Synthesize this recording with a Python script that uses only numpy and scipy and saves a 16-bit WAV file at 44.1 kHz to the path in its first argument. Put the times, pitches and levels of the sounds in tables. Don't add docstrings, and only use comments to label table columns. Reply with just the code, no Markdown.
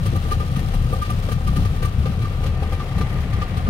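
import sys
import numpy as np
from scipy import signal
from scipy.fft import rfft, irfft, next_fast_len
from scipy.io import wavfile
from scipy.ndimage import uniform_filter1d, map_coordinates

SR = 44100
rng = np.random.default_rng(int(sys.argv[2]) if len(sys.argv) > 2 else 0)


def dump(signal):
    limited = np.clip(np.atleast_2d(signal).T, -1, 1)
    pcm = np.round(limited * 32767).astype(np.int16)
    wavfile.write(sys.argv[1], SR, pcm)


N = 162729
CRANK_HZ = 33.14
BOAT_PAN_DB = 4.5


def from_db(db):
    return 10 ** (np.asarray(db) / 20)


def rms_one(x):
    return x / np.sqrt(np.mean(x ** 2) + 1e-20)


def pan(db):
    return rms_one(from_db(np.array([[.5], [-.5]]) * db))


def drift(corner_hz):
    pole = np.exp(-40 * np.pi * corner_hz / SR)
    slow = signal.lfilter([1], [1, -2 * pole, pole ** 2], rng.standard_normal(N // 20 + 4002))[4000:]
    return np.interp(np.arange(N) / 20, np.arange(len(slow)), rms_one(slow))


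def at_hz(points, hz):
    f, *columns = np.transpose(points)
    return [np.interp(np.log(hz + 1), np.log(f), column) for column in columns]


def noise(spectrum):
    # f/Hz, coherence, left minus right level/dB
    field = [(513, 0.95, 3.5), (1190, 0.37, 2), (2180, 0.085, 4), (9200, 0.028, 5.5)]
    hz = np.fft.rfftfreq(next_fast_len(N) * 2, 1 / SR)
    db, = at_hz(spectrum, hz)
    coherence, pan_db = at_hz(field, hz)
    skirts = np.minimum(hz / spectrum[0][0], 1) ** 2 * np.minimum(spectrum[-1][0] / (hz + 1), 1) ** 2
    mid, side = rfft(rng.standard_normal((2, 2 * len(hz) - 2)))
    sign = np.array([[1], [-1]])
    ears = np.sqrt(1 + coherence) * mid + np.sqrt(1 - coherence) * side * sign
    return rms_one(irfft(ears * from_db(db + sign * pan_db / 2) * skirts)[:, :N])


def pulses(times, levels_db, rise_s, decay_s, lead_s=0):
    power, reach = np.zeros(N), SR // 10
    for s, db in zip(times - lead_s, levels_db):
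        at = np.arange(max(0, int(s * SR) - reach), min(N, int(s * SR) + reach))
        age = at / SR - s
        rise = .5 * (age / rise_s) ** 2
        fall = (np.hypot(age, rise_s) - rise_s) / decay_s
        power[at] += (from_db(db) * np.exp(-np.where(age < 0, rise, fall))) ** 2
    return np.sqrt(power)


def crank_turns():
    # t/s, then level/dB of ring, bark, rasp and spit
    firings = [(0.067, -35, -31.5, -36.5, -39.5), (0.166, -31, -30, -41, -42.5),
               (0.26, -32.5, -34, -48, -60), (0.325, -22.5, -27.5, -33, -39),
               (0.411, -28.5, -30.5, -40, -50), (0.57, -28, -36, -37.5, -41.5),
               (0.599, -58, -34, -41.5, -44.5), (0.747, -34, -29.5, -40.5, -44.5),
               (0.937, -29.5, -27, -45, -43.5), (1.027, -22.5, -37, -37.5, -42),
               (1.059, -36, -40, -36.5, -49.5), (1.108, -24, -32.5, -37.5, -41.0),
               (1.297, -33, -29, -41, -48), (1.325, -32.5, -29, -36, -38.5),
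               (1.481, -27, -33.5, -37.5, -42), (1.571, -31.5, -32, -35, -39),
               (1.659, -33, -31, -36.5, -44), (1.834, -31, -28, -35, -41.5), (1.858, -29.5, -35, -38, -41),
               (2.067, -32, -26, -37.5, -51), (2.228, -36, -40, -40.5, -48), (2.254, -28, -43, -42, -54),
               (2.443, -30.5, -30, -39.5, -47), (2.47, -41, -28, -37, -46), (2.636, -33, -24.5, -42, -49),
               (2.732, -32.5, -27, -38, -45), (2.808, -30, -32, -39.5, -59),
               (2.989, -35.5, -34, -40.5, -45), (3.019, -31, -27.5, -36.5, -48), (3.34, -33, -48, -39, -48),
               (3.426, -26.5, -30.5, -36.5, -52), (3.578, -29, -32, -38, -45.5),
               (3.677, -31, -28, -45, -56)]
    weak_db, spread_db, jitter_s = np.array([-44.5, -36.5, -51, -61]), 2, .0015
    rows, last = [], -1 / CRANK_HZ
    for s, *levels in firings:
        steps = max(1, round((s - last) * CRANK_HZ))
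        for weak_s in np.linspace(last, s, steps + 1)[1:-1]:
            late, strength, *own = rng.standard_normal(6)
            scatter_db = spread_db * (strength + np.array(own)) / np.sqrt(2)
            rows.append([weak_s + jitter_s * late, *(weak_db + scatter_db)])
        rows.append([s, *levels])
        last = s
    return np.array(rows)


def hull_thuds(times):
    # f/Hz, relative level/dB
    modes = [(64, -7), (77, 1.5), (86, 2), (111, -2.5), (132, -0.5), (170, -5), (215, -11)]
    spread_db, scatter, cycles_to_fall_60_db = 9, 0.46, 16.4
    at = np.clip((times * SR).astype(int), 0, N - 1)
    force = from_db(spread_db * rng.random(len(at)))
    thuds = np.zeros(N)
    for k, (hz, db) in enumerate(modes):
        impulses = np.zeros(N)
        impulses[at] = force * (1 + scatter * rng.standard_normal(len(at)))
        r, w = from_db(-60 * hz / (cycles_to_fall_60_db * SR)), 2 * np.pi * hz / SR
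        mode = signal.lfilter([0, np.sin(w)], [1, -2 * r * np.cos(w), r * r], impulses + 1e-18)
        thuds += (-1) ** k * from_db(db) * mode
    return rms_one(signal.sosfilt(signal.butter(2, [55, 260], "band", fs=SR, output="sos"), thuds))


def hull_throb(times):
    # f/Hz, relative level/dB
    rumble = [(40, -13), (55, -7.5), (80, 2.5), (150, -12), (480, -38)]
    chugs = [.066, .086, .17, 0.404, .517, .584, .814, .853, 1.33, 1.489, 1.583, 1.63, 1.665, 1.71, 2.104,
             2.234, 2.481, 2.517, 2.738, 2.97, 3.028, 3.343, 3.582, 3.678]
    lulls = [1.05, 2.86, 3.475]
    idle_db, chug_db, lull_db, lull_s = -22, -19, -5, 0.039
    body = pan(BOAT_PAN_DB) * from_db(2.5) * hull_thuds(times) + noise(rumble)
    turn = int(SR / CRANK_HZ)
    power = uniform_filter1d(uniform_filter1d(np.mean(body ** 2, axis=0), turn), turn // 2)
    sag = sum(np.exp(-((np.arange(N) / SR - s) / lull_s) ** 2) for s in lulls)
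    idle = from_db(idle_db + 2.5 * drift(16.7) + lull_db * sag)
    chugging = pulses(np.array(chugs), np.full(len(chugs), chug_db), rise_s=0.014, decay_s=0.0083)
    return body / np.sqrt(power) * np.hypot(idle, chugging)


def hull_shake():
    swell = from_db(3 * drift(6.1))
    hz = CRANK_HZ + 1.05 * drift(1.93)
    return pan(BOAT_PAN_DB) * from_db(-26.5) * rms_one(swell * np.sin(2 * np.pi * np.cumsum(hz) / SR))


def side_wash(treble_db):
    # f/Hz, relative level/dB
    spectrum = [(250, -5), (768, -8), (900, -13.5), (1250, -7), (1600, -16.5), (3200, -17.5), (7300, -32),
                (9500, -31), (15500, -36.5)]
    wash = from_db(-38.5 + drift(8.7)) * noise(spectrum)
    low = signal.sosfiltfilt(signal.butter(2, 3500, fs=SR, output="sos"), wash)
    spatter = rms_one(from_db(2 * drift(140)))
    return low + (wash - low) * from_db(treble_db) * spatter


def wake(level_db):
    # f/Hz, relative level/dB
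    spectrum = [(600, -4.5), (800, 1), (1300, -12.5), (1950, -0.5), (3200, -15.5)]
    return from_db(level_db + 2 * drift(39)) * noise(spectrum)


def casing_clatter(times, rasp_db):
    # f/Hz, relative level/dB
    modes = [(1563, -15.5), (1825, -12.5), (2320, -15), (2637, -17), (2850, -16), (3219, -16.5),
             (4013, -20)]
    width_hz, floor_db = 26, -45.5
    clatter = np.zeros((2, N))
    for hz, db in modes:
        phase = 2 * np.pi * hz * np.arange(N) / SR
        for ear in clatter:
            ear += from_db(db) * (drift(width_hz) * np.cos(phase) + drift(width_hz) * np.sin(phase))
    return pan(BOAT_PAN_DB) * clatter * (rasp_envelope(times, rasp_db) + from_db(floor_db))


def rasp_envelope(times, rasp_db):
    return pulses(times, rasp_db, rise_s=0.0052, decay_s=0.016, lead_s=0.0044)


def exhaust(times, bark_db, rasp_db, spit_db):
    # f/Hz, relative level/dB
    bark_spectrum = [(200, 4), (310, -7), (530, 0.5), (655, -17.5), (760, 1), (870, -16), (1500, -19)]
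    rasp_spectrum = [(900, -5.5), (1400, 1), (3200, -2), (4400, -3.5), (7500, -16.5)]
    spit_spectrum = [(4000, -35), (6000, 3), (7300, -9), (9000, 4.5), (15500, -4.5)]
    bark = noise(bark_spectrum) * pulses(times, bark_db, rise_s=0.0043, decay_s=0.015, lead_s=0.0078)
    rasp = noise(rasp_spectrum) * rasp_envelope(times, rasp_db)
    spit = noise(spit_spectrum) * pulses(times, spit_db, rise_s=0.0052, decay_s=0.008, lead_s=0.0015)
    spray_grain = rms_one(from_db(2 * drift(550)))
    return bark + spray_grain * (rasp + spit)


def casing_ring(times, ring_db):
    hz = 1196 + 12.26 * drift(47.6)
    tone = np.sqrt(2) * np.sin(2 * np.pi * np.cumsum(hz) / SR)
    roughness = 1 + 0.3 * drift(54)
    return pan(db=0.5) * tone * roughness * pulses(times, ring_db, rise_s=0.0066, decay_s=0.0088)


def hull_booms():
    # t/s, level/dB
    booms = [(0.143, -21), (0.576, -26.5), (1.582, -20), (3.011, -21.5)]
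    # f/Hz, relative level/dB
    spectrum = [(110, -3), (180, -3.5), (290, -18)]
    return noise(spectrum) * pulses(*np.transpose(booms), rise_s=0.017, decay_s=0.025)


def left_first(x, lead_ms):
    right = map_coordinates(x[1], [np.arange(N) - lead_ms * SR / 1000], order=3, mode="nearest")
    return np.array([x[0], right])


def scene():
    # t/s, motor's lead at the left ear/ms, wash treble gain/dB, wake level/dB
    turning = [(0, 0.27, 4.5, -49.5), (1.8, 0.24, 3, -54), (2.5, 0.12, -1, -47.5), (3.0, 0.041, 1, -41.5),
               (3.6, -0.32, -0.5, -44.5)]
    s, *columns = np.transpose(turning)
    lead_ms, treble_db, wake_db = [np.interp(np.arange(N) / SR, s, column) for column in columns]
    times, ring_db, bark_db, rasp_db, spit_db = crank_turns().T
    around = hull_throb(times) + hull_shake() + side_wash(treble_db) + wake(wake_db) + hull_booms()
    casing = casing_clatter(times, rasp_db) + casing_ring(times, ring_db)
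    motor = casing + exhaust(times, bark_db, rasp_db, spit_db)
    return left_first(around, .12 + 0.61 * lead_ms) + left_first(motor, lead_ms)


def record(dry):
    return signal.sosfilt(signal.ellip(10, .2, 80, 15700, fs=SR, output="sos"), dry)


dry = scene()
out = record(dry)
dump(out)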